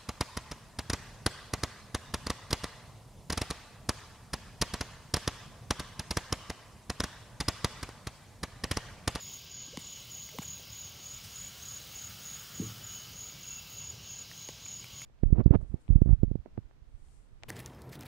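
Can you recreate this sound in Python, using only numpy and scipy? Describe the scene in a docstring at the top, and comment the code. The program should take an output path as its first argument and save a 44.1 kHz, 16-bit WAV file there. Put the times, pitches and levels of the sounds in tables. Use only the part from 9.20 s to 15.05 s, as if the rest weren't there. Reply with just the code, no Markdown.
"""A grassy paddock at dusk: one cricket near, a lower one and a chorus farther off, all chirping three times a
second in tone pulses. Katydids rasp high above them in strokes of noise, over a far insect drone with faint
wavering trills, grass hiss and traffic on a far road, all shaped noise; one vehicle goes by. Close by fall soft
rising notes, knocks of click and falling thump, and ringing ticks; one hoof booms on a hollow shed wall, a sum
of modes. One microphone."""
import sys
import numpy as np
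from scipy import signal
from scipy.fft import rfft, irfft, next_fast_len
from scipy.io import wavfile
from scipy.ndimage import uniform_filter1d, map_coordinates

SR = 44100
rng = np.random.default_rng(int(sys.argv[2]) if len(sys.argv) > 2 else 0)


def transcribe(u):
    """Save the signal u as a 16-bit wav file named by the first command-line argument.

    u: samples, shape (n,) or (channels, n), limited to [-1, 1]; the rate is SR.
    q: integer samples, one column per channel.
    """
    v = np.clip(np.atleast_2d(u).T, -1, 1)
    q = np.round(v * 32767).astype(np.int16)
    wavfile.write(sys.argv[1], SR, q)


def boost_factor(decibels):
    """Convert a level in decibels to a linear amplitude factor."""
    exponent = np.asarray(decibels, float) / 20
    return 10 ** exponent


N = 257984

# Chirps of the nearest cricket: first_pulse_s, pulses, level_db
NEAR_CHIRPS = [(0.002, 6, -42.5), (0.318, 5, -44), (0.619, 5, -44), (0.919, 5, -42.5), (1.226, 5, -41.5),
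               (1.532, 5, -42.5), (1.863, 5, -42.5), (2.164, 5, -41), (2.46, 5, -42), (2.761, 5, -42),
               (3.057, 5, -43.5), (3.354, 5, -44), (3.644, 5, -40.5), (3.983, 5, -42), (4.279, 5, -42.5),
               (4.592, 5, -40.5), (4.908, 5, -41.5), (5.201, 4, -50), (5.457, 6, -43), (5.784, 3, -43)]
# Chirps of a lower cricket farther off: first_pulse_s, pulses, level_db
FAR_CHIRPS = [(-0.004, 7, -63), (0.314, 8, -56), (0.613, 8, -62), (0.935, 6, -60), (1.25, 6, -65),
              (1.516, 7, -47), (1.825, 8, -58), (2.136, 6, -54), (2.428, 6, -46.5), (2.719, 7, -48),
              (3.019, 8, -49), (3.368, 6, -52), (3.668, 5, -49), (3.939, 7, -60), (4.227, 7, -66),
              (4.51, 8, -54), (4.854, 6, -58), (5.167, 6, -53), (5.461, 7, -60), (5.758, 4, -59)]
# Swells of the far chorus: crest_s, level_db, loudest_pitch_hz
CHORUS_SWELLS = [(-0.2, -47, 6650), (0.11, -50, 6600), (0.41, -47.5, 6710), (0.73, -51, 6630),
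                 (1.0, -48, 6630), (1.31, -48, 6630), (1.61, -51, 6660), (1.89, -49.5, 6640),
                 (2.21, -50, 6740), (2.51, -48.5, 6630), (2.82, -50.5, 6550), (3.12, -46.5, 6720),
                 (3.42, -48.5, 6620), (3.75, -48, 6590), (4.03, -48.5, 6630), (4.31, -46.5, 6670),
                 (4.61, -47, 6710), (4.93, -47.5, 6580), (5.23, -50, 6620), (5.521, -47, 6680),
                 (5.83, -48, 6650)]
SWELL_RISE_S, SWELL_FALL_S, SWELL_POINTED, STRAGGLERS_DB = .15, .16, 2.14, -65
# Course of the first katydid: time_s, strokes_ahead of the mean beat, level_db
FIRST_KATYDID = [(0, 0.19, -60), (0.15, 0.19, -58), (0.3, -0.15, -65), (0.47, -0.16, -69),
                 (0.56, -0.85, -80), (0.7, 0.07, -63), (0.88, 0.37, -59), (1.5, 0.74, -59),
                 (2.1, 0.95, -61.5), (2.75, 0.93, -58), (4.2, 0.037, -61), (4.55, -0.7, -57.5),
                 (4.64, -0.64, -65), (5, -0.21, -64), (5.25, -0.1, -61.5), (5.36, -0.57, -69),
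                 (5.55, -0.85, -66), (5.85, -0.84, -65.5)]
# The second katydid swells once
SECOND_QUIET_DB, SECOND_LOUD_DB, SECOND_LOUD_S, SECOND_RISE_S, SECOND_FALL_S = -73, -61, 3.34, .4, .8
# Spectrum of the katydid rasp: frequency_hz, relative_db (per Hz)
RASP_SPECTRUM = [(7000, -26), (9500, -12), (11700, -11), (12120, -5.5), (12500, -11.5), (13700, -5),
                 (14300, -1), (14900, -3.5), (15700, 2.5)]
# Spectrum of the traffic rumble: frequency_hz, relative_db (per Hz)
RUMBLE_SPECTRUM = [(15, -63), (25, -37), (30, -48), (43, -6), (113, 1), (172, -5), (198, -7), (224, -11.5),
                   (305, -16.5), (539, -16.5), (639, -18.5), (723, -19.5), (1000, -20), (1300, -26.5),
                   (2200, -120)]
# Spectrum of the passing tyres: frequency_hz, relative_db (per Hz)
TYRE_SPECTRUM = [(410, -20), (700, -9.5), (826, -7), (961, -18.5), (1300, 2.5), (1770, -6), (2100, -11),
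                 (2730, -28), (4620, -120)]
# A vehicle goes by: time and level at its closest, distance to the road, speed
PASS_S, PASS_DB, ROAD_M, SPEED_M_PER_S = 3.29, -60, 20.3, 30.3
RUMBLE_DB, DRONE_DB = -55.5, -52.5
# Spectrum of the far insect drone: frequency_hz, relative_db (per Hz)
DRONE_SPECTRUM = [(1120, -38), (1900, -16), (2150, -4), (2400, -8), (2950, 2), (4160, -3.5), (4920, 0.5),
                  (6280, -4), (6810, -4.5), (7130, -4), (7600, -25), (9880, -66), (16700, -120)]
# Spectrum of the grass hiss: frequency_hz, relative_db (per Hz)
GRASS_SPECTRUM = [(500, -7.5), (2000, -3.5), (7500, -2), (12000, -7.5), (15800, -2.5)]
# Level of the grass hiss: time_s, level_db
GRASS_LEVEL = [(0.0, -62), (0.39, -70), (0.58, -61), (1.71, -63.5), (2.2, -56), (3.27, -56), (4.1, -61),
               (4.58, -62.5), (4.71, -63.5), (5.85, -60.5)]
# Short rustles in the grass: start_s, level_db, t60_s
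GRASS_RUSTLES = [(0.1336, -55, 0.072), (0.5894, -48, 0.08), (1.2194, -52, 0.13), (2.0383, -51, 0.14)]
# Faint wavering trills far away, which come and go: pitch_hz, width_hz, level_db
FAR_TRILLS = [(1116, 38, -76), (1600, 77, -75.5), (2278, 33, -77.5), (2700, 30, -72.5), (3000, 54, -67),
              (4025, 29, -69), (4470, 27, -79), (4884, 19, -72)]
# Soft rising notes close by: start_s, level_db, from_hz, to_hz, length_s
RISING_NOTES = [(0.479, -49, 250, 297, 0.011), (0.527, -46, 380, 650, 0.0275),
                (1.124, -53.5, 593, 650, 0.029), (1.139, -48, 348, 635, 0.034)]
# Close knocks: start_s, click_db, dull_db (per octave, negative is brighter), thump_db, thump_hz, thump_s
CLOSE_KNOCKS = [(0.5731, -35, -4.5, -31.5, 296, 0.011), (1.187, -28, 0, -32, 305, 0.022),
                (3.396, -70, 0, -25.5, 326, 0.025), (5.288, -42, -6.5, -33.5, 543, 0.0041),
                (5.295, -47, -1, -53, 250, 0.013)]
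# Modes that ring in a click: pitch_hz, relative_db, t60_s
CLICK_MODES = [(1056, 10, 0.008), (1510, 0, 0.0057), (2060, 9, 0.0052), (2960, -0.5, 0.013),
               (3520, 3, 0.0069), (4370, 0.5, 0.0065), (6600, 0, .005), (9650, -8, 0.0035)]
# Close hard ticks: start_s, level_db, pitch_hz
HARD_TICKS = [(1.09, -42, 2150), (1.219, -39, 790), (1.224, -40, 2280), (1.232, -43, 1640),
              (1.397, -44.5, 577), (5.114, -38.5, 1840), (5.462, -38.5, 2370), (5.643, -36.5, 2380),
              (5.818, -36.5, 2200)]
# Modes of the hollow shed wall: pitch_hz, relative_db, t60_s
WALL_MODES = [(110.9, -8.5, 0.92), (148, -9, 0.28), (192.3, -12, 0.63), (230, -11, 0.29), (288, -13, 0.33),
              (329, -9, 0.22), (392, -13.5, 0.15), (437, -10, 0.15), (504, -24, 0.13)]
TOP_HZ = 15740  # band limit of the recorder


def unit(x):
    """Scaled to rms 1."""
    return x / np.sqrt(np.mean(x ** 2) + 1e-20)


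def curves(rows):
    """One value per sample for each column after the time."""
    s, *columns = np.transpose(rows)
    return [np.interp(np.arange(N) / SR, s, column) for column in columns]


def wobble(rate):
    """A smooth random curve, rate knots a second."""
    knots = rng.standard_normal(int(N * rate / SR) + 4)
    return map_coordinates(knots, [np.arange(N) * rate / SR])


def filtered(x, response):
    """x times a response of frequency."""
    size = next_fast_len(N + 8192)
    return irfft(rfft(x, size) * response(np.fft.rfftfreq(size, 1 / SR)), size)[..., :N]


def rush(spectrum, patchy_db):
    """Noise of rms 1 with patches of random gain in time and pitch, silent outside its spectrum."""
    grains = signal.stft(rng.standard_normal(N), nperseg=512)[2]
    patches = uniform_filter1d(rng.standard_normal(grains.shape), size=5, axis=0)
    patches = uniform_filter1d(patches, size=12, axis=1)
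    noise = signal.istft(grains * boost_factor(patchy_db * unit(patches)), nperseg=512)[1][:N]
    f, db = np.transpose(spectrum)

    def response(hz):
        return boost_factor(np.interp(np.log(hz + 1), np.log(f + 1), db, -120, -120))

    return unit(filtered(noise, response))


def add(track, s, sound):
    """Mixes a sound into the track at time s, or at the very start if s is negative."""
    part = track[max(round(s * SR), 0):][:len(sound)]
    part += sound[:len(part)]


def wing_pulse(hz, length, sag):
    """One wing stroke: a short tone that sags in pitch as the file runs out."""
    u = np.arange(round(length * SR)) / (length * SR)
    turns = hz * length * (u + sag * (u - u * u) / 2)
    swell = np.sin(np.pi * u ** 1.11) ** 0.78
    return swell * np.sin(2 * np.pi * (turns + rng.random()))


def cricket(chirps, hz, scatter_db):
    """Each chirp is a row of evenly spaced wing strokes of slightly scattered pitch and level."""
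    out = np.zeros(N)
    for s, pulses, db in chirps:
        for k in range(round(pulses)):
            pitch = hz * (1 + rng.normal(0, .0012))
            pulse = wing_pulse(pitch, 0.019, sag=0.011)
            gain = boost_factor(db + rng.normal(0, scatter_db))
            add(out, s + k * .0273 - .009, gain * pulse)  # starts about half a pulse early
    return out * boost_factor(1.4 * wobble(170))  # uneven teeth roughen each stroke


def chorus(count):
    """Many far crickets of scattered pitch and beat swell together, now the higher and now the lower leading."""
    out, t = np.zeros(N), np.arange(N) / SR
    swell = boost_factor(STRAGGLERS_DB)
    for s, db, _ in CHORUS_SWELLS:
        u = np.clip(np.where(t < s, (s - t) / SWELL_RISE_S, (t - s) / SWELL_FALL_S), 0, 1)
        swell = swell + boost_factor(db) * np.abs(np.cos(np.pi * u / 2)) ** SWELL_POINTED
    _, lead_hz = curves(CHORUS_SWELLS)
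    strokes_per_s = 36.6
    for hz in np.linspace(6400, 6870, count):
        for s in np.arange(rng.random(), N / SR * strokes_per_s - 1) / strokes_per_s:
            scatter_db = rng.normal(0, 2)
            off_lead = (hz - lead_hz[int(s * SR)]) / 240
            pulse = wing_pulse(hz + rng.normal(0, 21.8), .02, sag=0.016)
            add(out, s + rng.normal(0, .003), boost_factor(-8 * off_lead ** 2 + scatter_db) * pulse)
    return swell * unit(out)


def crickets():
    """All crickets with a decaying noise tail; grass and fences scatter the nearest one least."""
    near = cricket(NEAR_CHIRPS, 6907, 1.4)
    far = cricket(FAR_CHIRPS, 6510, 1.7) + chorus(count=16)
    t = np.arange(SR // 4) / SR
    tail = rng.standard_normal(len(t)) * boost_factor(-60 * t / .2)  # 0.2 s t60
    sent = boost_factor(-14.5) * near + boost_factor(-13) * far
    return near + far + signal.fftconvolve(sent, tail / np.linalg.norm(tail))[:N]


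def katydids():
    """Each noise stroke swells slowly and stops short; the second insect strokes between those of the first."""
    t = np.arange(N) / SR
    ahead, first_db = curves(FIRST_KATYDID)
    late = t - SECOND_LOUD_S
    spread = np.where(late < 0, SECOND_RISE_S, SECOND_FALL_S)
    second_db = SECOND_QUIET_DB + (SECOND_LOUD_DB - SECOND_QUIET_DB) * np.exp(-(late / spread) ** 2 / 2)
    beat = 40.8 * t + ahead  # in strokes
    out = 0
    for db, shift in ((first_db, -.33), (second_db, .17)):
        u = (beat + shift) % 1
        stroke = 0.33 + u ** 1.7 * np.clip((1 - u) / 0.24, 0, 1)
        rasp = rush(RASP_SPECTRUM, patchy_db=1.2)
        out = out + boost_factor(db + 1.0 * wobble(25.06)) * unit(stroke * rasp)
    return out


def traffic():
    """Unsteady rumble of a far road; a passing vehicle's tyre noise grows as one over its distance."""
    rumble = boost_factor(RUMBLE_DB + 0.37 * wobble(3.13)) * rush(RUMBLE_SPECTRUM, patchy_db=1.44)
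    along_m = SPEED_M_PER_S * (np.arange(N) / SR - PASS_S)
    near = ROAD_M / np.hypot(ROAD_M, along_m)
    return rumble + boost_factor(PASS_DB) * near * rush(TYRE_SPECTRUM, patchy_db=2.0)


def drone():
    """Far insects blend into one band of slightly patchy noise."""
    return boost_factor(DRONE_DB) * rush(DRONE_SPECTRUM, patchy_db=1.22)


def grass():
    """Grass hiss is broad noise that rises and falls, with short rustles that start fast and die away."""
    swish, t = boost_factor(curves(GRASS_LEVEL)[0]), np.arange(SR // 4) / SR
    for s, db, t60 in GRASS_RUSTLES:
        add(swish, s, boost_factor(db - 60 * t / t60) * (1 - np.exp(-t / .003)))
    return swish * rush(GRASS_SPECTRUM, patchy_db=2.0)


def trills():
    """Single far insects stand out of the drone as narrow wavering bands that come and go."""
    out = np.zeros(N)
    for hz, width, db in FAR_TRILLS:
        band = filtered(rng.standard_normal(N), lambda f: np.exp(-((f - hz) / width) ** 2))
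        out += boost_factor(db + 3.3 * wobble(4.16)) * unit(band)
    return out


def rising_notes():
    """Soft unsteady notes whose pitch rises evenly, like a hoof leaving wet ground."""
    out, t = np.zeros(N), np.arange(SR // 30) / SR
    for s, db, from_hz, to_hz, length in RISING_NOTES:
        u = np.clip(t / length, 0, 1)
        turns = length * u * (from_hz + (to_hz - from_hz) * u / 2)
        gain = boost_factor(db + 2.5 * wobble(253)[:len(t)])
        add(out, s, gain * np.sin(np.pi * u) * np.sin(2 * np.pi * turns))
    return out


def click(t, dull_db):
    """A hard contact: a few short modes, fewer highs when dull, and a puff of noise."""
    ring = 0
    for hz, db, t60 in CLICK_MODES:
        ring = ring + boost_factor(db - dull_db * np.log2(hz / 1000) - 60 * t / t60) * np.sin(2 * np.pi * hz * t)
    puff = rng.standard_normal(len(t)) * boost_factor(-60 * t / 0.0063)
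    return (.5 * ring + .5 * puff) * (1 - np.exp(-t / 0.00019))


def knocks():
    """A sharp click, then a thump whose pitch keeps falling as the contact softens."""
    out, t = np.zeros(N), np.arange(SR // 16) / SR
    for s, click_db, dull_db, thump_db, hz, length in CLOSE_KNOCKS:
        turns = hz * 0.01257 * (1 - np.exp(-t / 0.013))  # starts just under hz
        swell = np.sin(np.pi * np.clip(t / length, 0, 1) ** 0.41) ** 2.4
        add(out, s - .0005, boost_factor(click_db) * click(t, dull_db))
        add(out, s + 0.00237, boost_factor(thump_db) * swell * np.sin(2 * np.pi * turns))
    return out


def ticks():
    """Small hard ticks ring a few cycles in two modes, with a burst of noise."""
    out, t = np.zeros(N), np.arange(SR // 30) / SR
    for s, db, hz in HARD_TICKS:
        modes = np.sin(2 * np.pi * hz * t) + 0.32 * np.sin(2 * np.pi * .62 * hz * t)
        ring = boost_factor(-60 * t / 0.013) * (1 - np.exp(-t / 0.00016)) * modes
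        burst = 0.56 * rng.standard_normal(len(t)) * boost_factor(-60 * t / 0.0078)
        add(out, s, boost_factor(db) * (ring + burst))
    return out


def wall(s, db):
    """The shed wall, struck by a hoof, hums on in its low modes, each blurred by loose boards."""
    out, t = np.zeros(N), np.arange(SR // 2) / SR
    ring = 0
    for hz, level, t60 in WALL_MODES:
        blur = boost_factor(2.7 * wobble(69)[:len(t)])
        ring = ring + blur * boost_factor(level - 60 * t / t60) * np.sin(2 * np.pi * (hz * t + rng.random()))
    add(out, s, boost_factor(db) * ring * (1 - np.exp(-t / 0.0064)))
    return out


def scene():
    """Everything reaches one microphone, which feeds both channels alike."""
    mono = crickets() + katydids() + traffic() + drone() + grass() + trills()
    mono = mono + rising_notes() + knocks() + ticks() + wall(3.408, db=-31)
    return np.array([mono, mono])


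def top_cut(x):
    """Nothing passes above the cut-off."""
    return signal.sosfilt(signal.butter(12, 17030, fs=SR, output="sos"), x)


def record(dry):
    """The recorder keeps nothing above its band limit."""
    mix = filtered(dry, lambda hz: hz < TOP_HZ)
    return top_cut(mix)


dry = scene()
out = record(dry)
transcribe(out)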